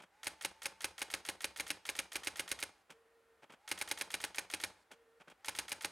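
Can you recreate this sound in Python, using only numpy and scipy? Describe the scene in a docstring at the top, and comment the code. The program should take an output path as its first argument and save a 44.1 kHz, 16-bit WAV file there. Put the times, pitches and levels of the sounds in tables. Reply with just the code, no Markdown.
"""A platen feed dies away and a small motor whines up; an electric daisy wheel typewriter then prints.
Three short lines in a small room. Per letter: latch and ribbon pawl tick, hammer strikes and rebounds,
carriage steps on. Between lines the carriage hums back and the platen feeds the paper.
Contacts are noise bursts through resonant bodies; case and thud are decaying sines; motor and stepper
are wavering tones plus coloured noise."""
import sys
import numpy as np
from scipy import signal
from scipy.fft import rfft, irfft, next_fast_len
from scipy.io import wavfile
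from scipy.ndimage import map_coordinates

SR = 44100
rng = np.random.default_rng(int(sys.argv[2]) if len(sys.argv) > 2 else 0)


def bounce(signal):
    """Save signal as a 16-bit WAV file at the path given by the first command-line argument."""
    frames = np.transpose(np.atleast_2d(signal))
    limited = np.clip(frames, -1, 1)
    pcm = np.round(limited * 32767).astype(np.int16)
    wavfile.write(sys.argv[1], SR, pcm)


N = 260631

# printed letters: [blow t/s, treble tilt of the petal's strike/dB]
LETTERS = [(0.269, 0.5), (0.448, 0.5), (0.6562, -1), (0.8436, 0.5), (1.0173, -3), (1.1386, -3.5),
           (1.2877, -4), (1.4433, -1), (1.5983, -3), (1.7037, -0.5), (1.8901, -4.5), (1.9896, 1.5),
           (2.156, -2.5), (2.2713, -0.5), (2.395, 2.5), (2.5152, 4.5), (2.6267, 0.5), (3.7145, 0.5),
           (3.8134, 2), (3.9131, 0), (4.0116, -0.5), (4.1409, -3.5), (4.2396, -5), (4.3833, -3),
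           (4.5377, -2), (4.6375, -2), (5.483, -1), (5.5873, 1.5), (5.7183, 1.5), (5.8463, -4.5)]
# *_COLOUR: broad spectrum of a part [f/Hz, level/dB]
# *_MODES: resonances on top of it [f/Hz, width/Hz, height/dB]
# hammer driving a petal into the platen
HAMMER_COLOUR = [(100, -24), (160, -39), (300, -2.5), (600, -15.5), (1150, -13.5), (1600, -3), (2300, 2),
                 (4000, -2.5), (6300, -3), (7200, -8.5), (9300, 1), (12000, -8.5), (13500, -17.5),
                 (15800, -29)]
HAMMER_MODES = [(383, 500, 2.9), (862, 324, 13.4), (1503, 180, 8.1), (1820, 75, 2.8), (2146, 154, 6),
                (2357, 186, 9.05), (2585, 150, 3.3), (2868, 155, 7.7), (3270, 100, 6.6), (3837, 123, 7.9),
                (4360, 260, 5), (5100, 410, 4.7), (6465, 230, 7.5)]
# hammer falling back on its stop
REBOUND_COLOUR = [(100, -14.5), (300, -4.1), (700, -12.5), (1600, 0.5), (4000, -1), (7200, -7.5),
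                  (9300, -2), (12000, -6), (13500, -17), (15800, -18)]
REBOUND_MODES = [(547, 190, 12.6), (830, 46, 11.8), (1065, 100, 9.1), (1489, 107, 8.2), (1680, 140, 6.9),
                 (2108, 83, 7.2), (6700, 420, 8.3), (8800, 890, 6.2), (11350, 240, 5.6)]
# latch pulling in
LATCH_COLOUR = [(200, -24), (700, -6.5), (1600, 2), (4000, 0.5), (7500, -7.5), (11500, -7.5),
                (13500, -26.5), (15800, -24)]
LATCH_MODES = [(750, 310, 7), (1384, 200, 7.8), (1865, 99, 10.2), (2190, 71, 10.3), (3270, 370, 8.8),
               (6500, 620, 8.6), (8700, 680, 6.3)]
# ribbon pawl
PAWL_COLOUR = [(200, -21), (500, -7.5), (2000, -7), (7500, -4.5), (10000, -1), (13500, -13.5),
               (15800, -28.5)]
PAWL_MODES = [(2010, 510, 6.4), (3500, 74, 2.8), (9100, 341, 4.5), (14600, 416, 6.4), (15241, 563, 12.1)]
# trigger freeing the hammer spring
TRIGGER_COLOUR = [(200, -8.5), (900, -9.5), (2000, 1), (4000, -7), (12000, -16), (14000, -38),
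                  (15800, -26.5)]
TRIGGER_MODES = [(4800, 570, 7.5), (8400, 946, 8), (12897, 1347, 12.4)]
# carriage rattle and stop
CARRIAGE_COLOUR = [(40, -3), (140, -9), (400, -1), (1000, 1), (2300, -3), (7000, -9.5), (9000, -8.5),
                   (11500, -17), (14000, -27), (15800, -31.3)]
CARRIAGE_MODES = [(66, 20, 4), (93, 28, 10), (184, 36, 10), (335, 55, 5), (450, 45, 4), (815, 110, 4),
                  (2450, 50, 5), (3200, 150, 3)]
# hammer spring; also colours the motor's gear whirr
SPRING_COLOUR = [(100, -19), (700, -4), (1100, -7), (1500, 0), (2200, 0), (3000, -9), (10000, -17),
                 (15000, -33)]
# carriage and platen gears
GEARS_COLOUR = [(59, -43), (100, -22), (156, -3.5), (645, -2), (1010, -2.5), (1500, -1.5), (1980, -6),
                (2450, -2.5), (2720, -5.5), (3230, -10.5), (4340, -15), (8920, -18.5), (12000, -27),
                (15800, -39)]
GEARS_MODES = [(185, 70, 5), (560, 90, 4), (860, 110, 5), (1500, 120, 4), (2250, 150, 3), (3250, 260, 8)]
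# plastic case booms, steel frame rings: [f/Hz, level/dB, t60/s]
CASE_MODES = [(66.4, -68.5, 0.43), (90, -61, 0.091), (112, -74, 0.069), (178.8, -67.5, 0.31),
              (261, -65, 0.073), (298, -53.5, 0.08), (548.3, -44, 0.058), (1277, -42, 0.04),
              (1854, -47, 0.066), (2160, -49.5, 0.061), (2420, -60, 0.17), (2640, -47, .07),
              (4050, -56.5, 0.15), (4740, -59.5, 0.16), (5500, -62, 0.12), (8900, -67, 0.068)]
# carriage runs back: [start t/s, end t/s]
RETURNS = [(2.894, 3.42), (4.9055, 5.197)]
# stepper hum: [multiple of STEP_HZ, level/dB]
STEP_ORDERS = [(1, -73.5), (3, -91), (4, -88.5)]
# carriage sliding on its rail: [f/Hz, level/dB]
SLIDE_COLOUR = [(120, -13), (250, 2), (400, 7), (600, 10), (1000, -12.5), (1900, -12.5), (2800, -8.5),
                (4000, -35.5), (10000, -15), (15000, -34)]
# room tone: [f/Hz, level/dB]
AIR_COLOUR = [(20, -16), (45, -7), (62, -7), (100, -13), (137, -19), (414, -9.5), (1100, -10.5),
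              (1500, -10.5), (3050, -20), (5520, -27), (10000, -27.5), (15800, -35)]
# stereo width: [f/Hz, side level/dB]
SIDE_WIDTH = [(30, -19), (70, -19), (150, -20), (600, -16), (1200, -23), (2800, -24), (4500, -12),
              (6500, -25), (9000, -36), (13000, -17)]
# room decay: [f/Hz, t60/s]
ROOM_T60 = [(100, 0.15), (500, 0.49), (2000, 0.35), (5000, 0.35), (10000, 0.24), (15000, 0.25)]
# room spectrum: [f/Hz, level/dB]
ROOM_COLOUR = [(60, 6), (200, -3), (600, 1), (2300, -3), (5000, -1.5), (10000, -2), (15000, -15)]
# gear jolts as the carriage sets off: [delay/s, level/dB, rise/s, t60/s, treble tilt/dB]
SET_OFF = [(0, -33, 0.0026, 0.068, -15), (0.0082, -25.5, 0.0011, 0.079, 10), (0.0264, -34, 0.0013, 0.06, 6)]
# as it pulls up: [delay/s, level/dB, rise/s, t60/s, treble tilt/dB]
PULL_UP = [(0, -36, 0.0046, 0.058, -4), (0.01, -32.5, 0.0021, 0.067, -3),
           (0.018, -33.5, 0.0022, 0.05, -6.5)]
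# as the platen turns one line: [delay/s, level/dB, rise/s, t60/s, treble tilt/dB]
LINE_FEED = [(0, -31, 0.0037, 0.1, -14), (0.008, -30.3, 0.0016, 0.057, -1.7),
             (0.027, -32, 0.0009, 0.09, 10.5), (0.04, -30.5, 0.004, 0.053, -4.7)]
# platen line feeds: [t/s]
FEEDS = [-0.0071, 3.494, 5.2715]
# print motor runs: [start t/s, power off t/s]
MOTOR_RUNS = [(0.095, 2.68), (3.58, 4.71), (5.365, 6.0)]

SIZE = 8192  # samples in one contact sound
AGE, TIME = np.arange(SIZE) / SR, np.arange(N) / SR  # s
BINS = np.fft.rfftfreq(SIZE, 1 / SR)  # Hz
TOP_HZ, STEP_HZ, THUD_HZ = 16100, 459, 85.4
# blows alternate soft, hard: hard adds these, soft subtracts them
SWING_STRIKE_DB, SWING_KNOCK_DB, SWING_REBOUND_DB = 0.77, -1.9, -0.5
# platen knock band in the strike's colour: strongest at the left margin
KNOCK_DB, KNOCK_FADE_DB_PER_LETTER = 8, 0.6
# lead of each part on the blow
LATCH_LEAD_S, PAWL_LEAD_S, PAWL_BACK_LEAD_S = 0.0379, 0.0265, 0.0192
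TRIGGER_LEAD_S, SPRING_LEAD_S = 0.0116, 0.0065
SLOW_HZ, WHINE_HZ = 720, 888  # whine at zero and full speed, before jitter
SPIN_UP_S, COAST_S = 0.06, 0.13
MOTOR_DB, MOTOR_SPEED_POWER = -77, 0.8  # settled level; amplitude goes as speed ** power
FRESH_DB, SETTLE_S = 8, 1.2  # extra level at line start, settling time
HUM_DELAY_S, HUM_BRAKE_S, HUM_FADE_S = 0.023, 0.005, 0.009  # after start, before end, ramp


def amp(db):
    """Decibels to gain."""
    return 10 ** (np.asarray(db) / 20)


def unit(x):
    """Scale to rms 1."""
    return x / np.sqrt(np.mean(x ** 2) + 1e-20)


def along(points, hz):
    """(Hz, value) points read on a log frequency axis."""
    f, v = np.transpose(points)
    return np.interp(np.log(hz + 1), np.log(f + 1), v)


def wobble(rate):
    """Smooth random curve, rate knots a second."""
    knots = rng.standard_normal(int(N * rate / SR) + 4)
    return map_coordinates(knots, [TIME * rate])


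def filtered(x, response):
    """x times a zero-phase response of frequency."""
    m = next_fast_len(N + SR // 2)
    return irfft(rfft(x, m) * response(np.fft.rfftfreq(m, 1 / SR)), m)[..., :N]


def noise(spectrum):
    """Coloured noise of rms 1."""
    return unit(filtered(rng.standard_normal(N), lambda hz: amp(along(spectrum, hz))))


def body(spectrum, modes=()):
    """Response of a part in dB: broad colour plus resonances."""
    peaks = sum(db / (1 + (2 * (BINS - hz) / width) ** 2) for hz, width, db in modes)
    return along(spectrum, BINS) + peaks


def treble(corner_hz):
    """Shelf climbing from 0 to 1 around the corner."""
    return BINS ** 2 / (BINS ** 2 + corner_hz ** 2)


def ring(force, response_db):
    """Each row of force excites a causal, minimum-phase body; each result has energy 1."""
    cepstrum = irfft(np.log(amp(response_db)))
    # fold onto positive time
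    cepstrum[..., 1:SIZE // 2] *= 2
    cepstrum[..., SIZE // 2 + 1:] = 0
    out = irfft(rfft(force) * np.exp(rfft(cepstrum)))
    return out / np.linalg.norm(out, axis=-1, keepdims=True)


def chatter(rise, t60, alike, count):
    """Bursts of contact force, fairly even in spectrum; the same parts meet, so partly alike."""
    shape = (1 - np.exp(-(AGE / rise) ** 2)) * amp(-60 * AGE / t60)
    shape = shape / shape.max(axis=-1, keepdims=True)
    draws = rng.standard_normal((count + 1, SIZE))
    mixed = np.sqrt(alike) * draws[0] + np.sqrt(1 - alike) * draws[1:]
    z = rfft(shape * mixed)
    flattened = irfft(z / (np.abs(z) + 1e-9) ** .75)
    return flattened * np.minimum(1, 3 * shape)


def placed(times, levels_db, sounds):
    """Lay one sound at each time."""
    out = np.zeros(N + 2 * SR)  # 1 s margin at both ends
    for s, db, sound in zip(times, levels_db, sounds):
        out[SR + round(s * SR):][:SIZE] += amp(db) * sound
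    return out[SR:SR + N]


def contact(times, response_db, level_db, rise, t60, alike):
    """One kind of contact per letter, never quite equally hard."""
    levels = level_db + rng.normal(0, .4, len(times))
    force = chatter(rise, t60, alike, count=len(times))
    return placed(times, levels, ring(force, response_db))


def room(x):
    """Room answer: decaying noise, a new tail for each letter as the carriage moves."""
    starts = [0] + [int((row[0] - .045) * SR) for row in LETTERS[1:]] + [N]
    out = np.zeros(N + SR)
    for a, b in zip(starts, starts[1:]):
        hz, t, z = signal.stft(rng.standard_normal(SR // 2), SR, nperseg=256)
        fade_db = -60 * t / along(ROOM_T60, hz)[:, None]
        build_up = 1 - np.exp(-t / 0.0041)
        tail = signal.istft(z * amp(fade_db) * build_up, SR, nperseg=256)[1]
        answer = signal.fftconvolve(x[a:b], tail / np.linalg.norm(tail))
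        out[a:a + len(answer)] += answer
    return filtered(out[:N], lambda hz: amp(along(ROOM_COLOUR, hz)))


def print_motor():
    """Motor spins up for each line and coasts after power off; whine and gear whirr follow its speed."""
    out = np.zeros(N)
    for on, off in MOTOR_RUNS:
        powered, coasting = np.maximum(TIME - on, 0), np.maximum(TIME - off, 0)
        speed = (1 - np.exp(-powered / SPIN_UP_S)) * np.exp(-(coasting / COAST_S) ** 2)
        level_db = MOTOR_DB + FRESH_DB * np.exp(-(powered / SETTLE_S) ** 2)
        pitch_hz = (SLOW_HZ + (WHINE_HZ - SLOW_HZ) * speed) * (1 + .008 * wobble(rate=30))
        tone = np.sqrt(2) * np.sin(2 * np.pi * np.cumsum(pitch_hz) / SR)
        whine = tone * amp(3 * wobble(rate=90) - 3)
        whirr = amp(-4.5) * noise(SPRING_COLOUR)
        out += amp(level_db) * speed ** MOTOR_SPEED_POWER * (whine + whirr)
    return out


def carriage_return():
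    """Stepper hums at a nearly steady rate while the carriage slides back along its rail."""
    running = np.zeros(N)
    for start, end in RETURNS:
        inside_s = np.minimum(TIME - start - HUM_DELAY_S, end - HUM_BRAKE_S - TIME)
        running += np.clip(inside_s / HUM_FADE_S, 0, 1)
    phase = 2 * np.pi * np.cumsum(STEP_HZ * (1 + .012 * wobble(rate=50))) / SR
    hum = sum(amp(db) * np.sqrt(2) * np.sin(round(k) * phase) for k, db in STEP_ORDERS)
    slide = amp(-83 + 1.2 * wobble(rate=30)) * noise(SLIDE_COLOUR)
    return running * (hum * amp(2.3 * wobble(rate=51)) + slide)


def jolts(times, pattern):
    """One pattern of gear jolts at each of the times."""
    delay, db, rise, t60, treble_db = np.transpose(pattern)
    colour = body(GEARS_COLOUR, GEARS_MODES) + np.outer(treble_db, treble(corner_hz=4230))
    out = np.zeros(N)
    for s in times:
        force = chatter(rise[:, None], t60[:, None], alike=0.13, count=len(db))
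        out += placed(s + delay, db, ring(force, colour))
    return out


def feed_gears():
    """Gears jolt as the carriage starts and stops its return and as the platen turns one line."""
    starts, ends = np.transpose(RETURNS)
    return jolts(starts, SET_OFF) + jolts(ends, PULL_UP) + jolts(FEEDS, LINE_FEED)


def carriage_steps():
    """After each letter the carriage rattles one place along and bumps to rest."""
    s = np.transpose(LETTERS)[0]
    colour = body(CARRIAGE_COLOUR, CARRIAGE_MODES)
    travel = np.interp(AGE, [0, .012, .03, .052, .062], [0.51, 0.99, 0.78, 0.35, 0.11])
    rattle = ring(travel * rng.standard_normal((len(s), SIZE)), colour)
    dull = colour - 9 * treble(corner_hz=2500)
    stop = contact(s + .06, dull, level_db=-31.5, rise=0.005, t60=.06, alike=0.23)
    return placed(s + .012, rng.normal(-24.5, 1.0, len(s)), rattle) + stop


def wind_up():
    """Before each blow: latch pulls in, ribbon pawl ticks twice, trigger frees the hammer spring."""
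    s, _ = np.transpose(LETTERS)
    latch = contact(s - LATCH_LEAD_S, body(LATCH_COLOUR, LATCH_MODES),
                    level_db=-20.5, rise=0.00093, t60=0.041, alike=0.48)
    pawl = body(PAWL_COLOUR, PAWL_MODES)
    first = contact(s - PAWL_LEAD_S, pawl, level_db=-23, rise=0.0009, t60=0.039, alike=0.86)
    second = contact(s - PAWL_BACK_LEAD_S, pawl - 9 * treble(corner_hz=11000),
                     level_db=-27.5, rise=.0012, t60=.028, alike=.4)
    trigger = contact(s - TRIGGER_LEAD_S, body(TRIGGER_COLOUR, TRIGGER_MODES),
                      level_db=-26, rise=.0006, t60=.025, alike=.6)
    spring = contact(s - SPRING_LEAD_S, body(SPRING_COLOUR),
                     level_db=-26.5, rise=.002, t60=.05, alike=.5)
    return latch + first + second + trigger + spring


def blows(s):
    """Strike, platen knock and rebound in dB, from turn in the soft-hard cycle and place in the line."""
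    count = np.arange(len(s))
    hard = np.where(count % 2, 1, -1)
    line = np.searchsorted(FEEDS, s)
    place = count - np.searchsorted(line, line)
    knock_db = KNOCK_DB - KNOCK_FADE_DB_PER_LETTER * place + SWING_KNOCK_DB * hard
    return SWING_STRIKE_DB * hard, knock_db, SWING_REBOUND_DB * hard


def case_booms(count):
    """Each blow rings case and frame modes; the recoil pushes the machine down on its feet."""
    hz, mode_db, t60 = np.transpose(CASE_MODES)[:, :, None]
    modes = amp(mode_db - 60 * AGE / t60) * np.sin(2 * np.pi * hz * AGE)
    strengths = amp(rng.normal(0, 1.5, (count, len(CASE_MODES))))
    thud = amp(-52 - 60 * AGE / .055) * np.sin(2 * np.pi * THUD_HZ * AGE)
    thud *= 1 - np.exp(-AGE / .01)
    return strengths @ modes * (1 - np.exp(-AGE / 0.0032)) + thud


def hammer():
    """Hammer drives a petal into the platen, falls back on its stop and shakes the case."""
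    s, bright_db = np.transpose(LETTERS)
    db, knock_db, rebound_db = blows(s)
    platen = 1 / (1 + ((BINS - 920) / 200) ** 4)
    # each petal's shape stresses the resonances differently
    stress_db = rng.normal(0, 2, (len(s), len(HAMMER_MODES)))
    petals = np.array([body(HAMMER_COLOUR, HAMMER_MODES + np.outer(row, [0, 0, 1]))
                       for row in stress_db])
    # a stronger platen knock takes energy from the hollow band below it
    hollow = .45 / (1 + ((BINS - 430) / 170) ** 4)
    petals = petals - np.outer(knock_db - knock_db.mean(), hollow)
    colour = petals + np.outer(bright_db, treble(corner_hz=4500)) + np.outer(knock_db, platen)
    strike = contact(s - .0008, colour, level_db=db - 8.3, rise=.001, t60=.026, alike=.5)
    rebound = contact(s + .0066, body(REBOUND_COLOUR, REBOUND_MODES),
                      level_db=rebound_db - 14.5, rise=0.0011, t60=0.037, alike=0.33)
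    return strike + rebound + placed(s, db, case_booms(len(s)))


def scene():
    """Machine straight ahead, nearly mono; lid reflections reach the two sides differently."""
    machine = print_motor() + carriage_return() + feed_gears() + carriage_steps() + wind_up() + hammer()
    mid = machine + amp(-15.5) * room(machine) + amp(-75.0) * noise(AIR_COLOUR)
    lid = rng.standard_normal(SIZE) * amp(-60 * AGE / .012)
    near = signal.fftconvolve(machine, lid / np.linalg.norm(lid))[:N]
    spread = amp(-3) * near + amp(-7) * room(machine)
    diffuse = amp(-88) * noise(AIR_COLOUR)
    side = filtered(spread, lambda hz: amp(along(SIDE_WIDTH, hz))) + diffuse
    return np.array([mid + side, mid - side]) * amp([[-.1], [.1]])


def record(dry):
    """High-pass around 42 Hz, steep low-pass at TOP_HZ."""
    def band(hz):
        return hz ** 4 / (hz ** 4 + 42 ** 4) / (1 + (hz / TOP_HZ) ** 120)
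    return filtered(dry, band)


dry = scene()
out = record(dry)
bounce(out)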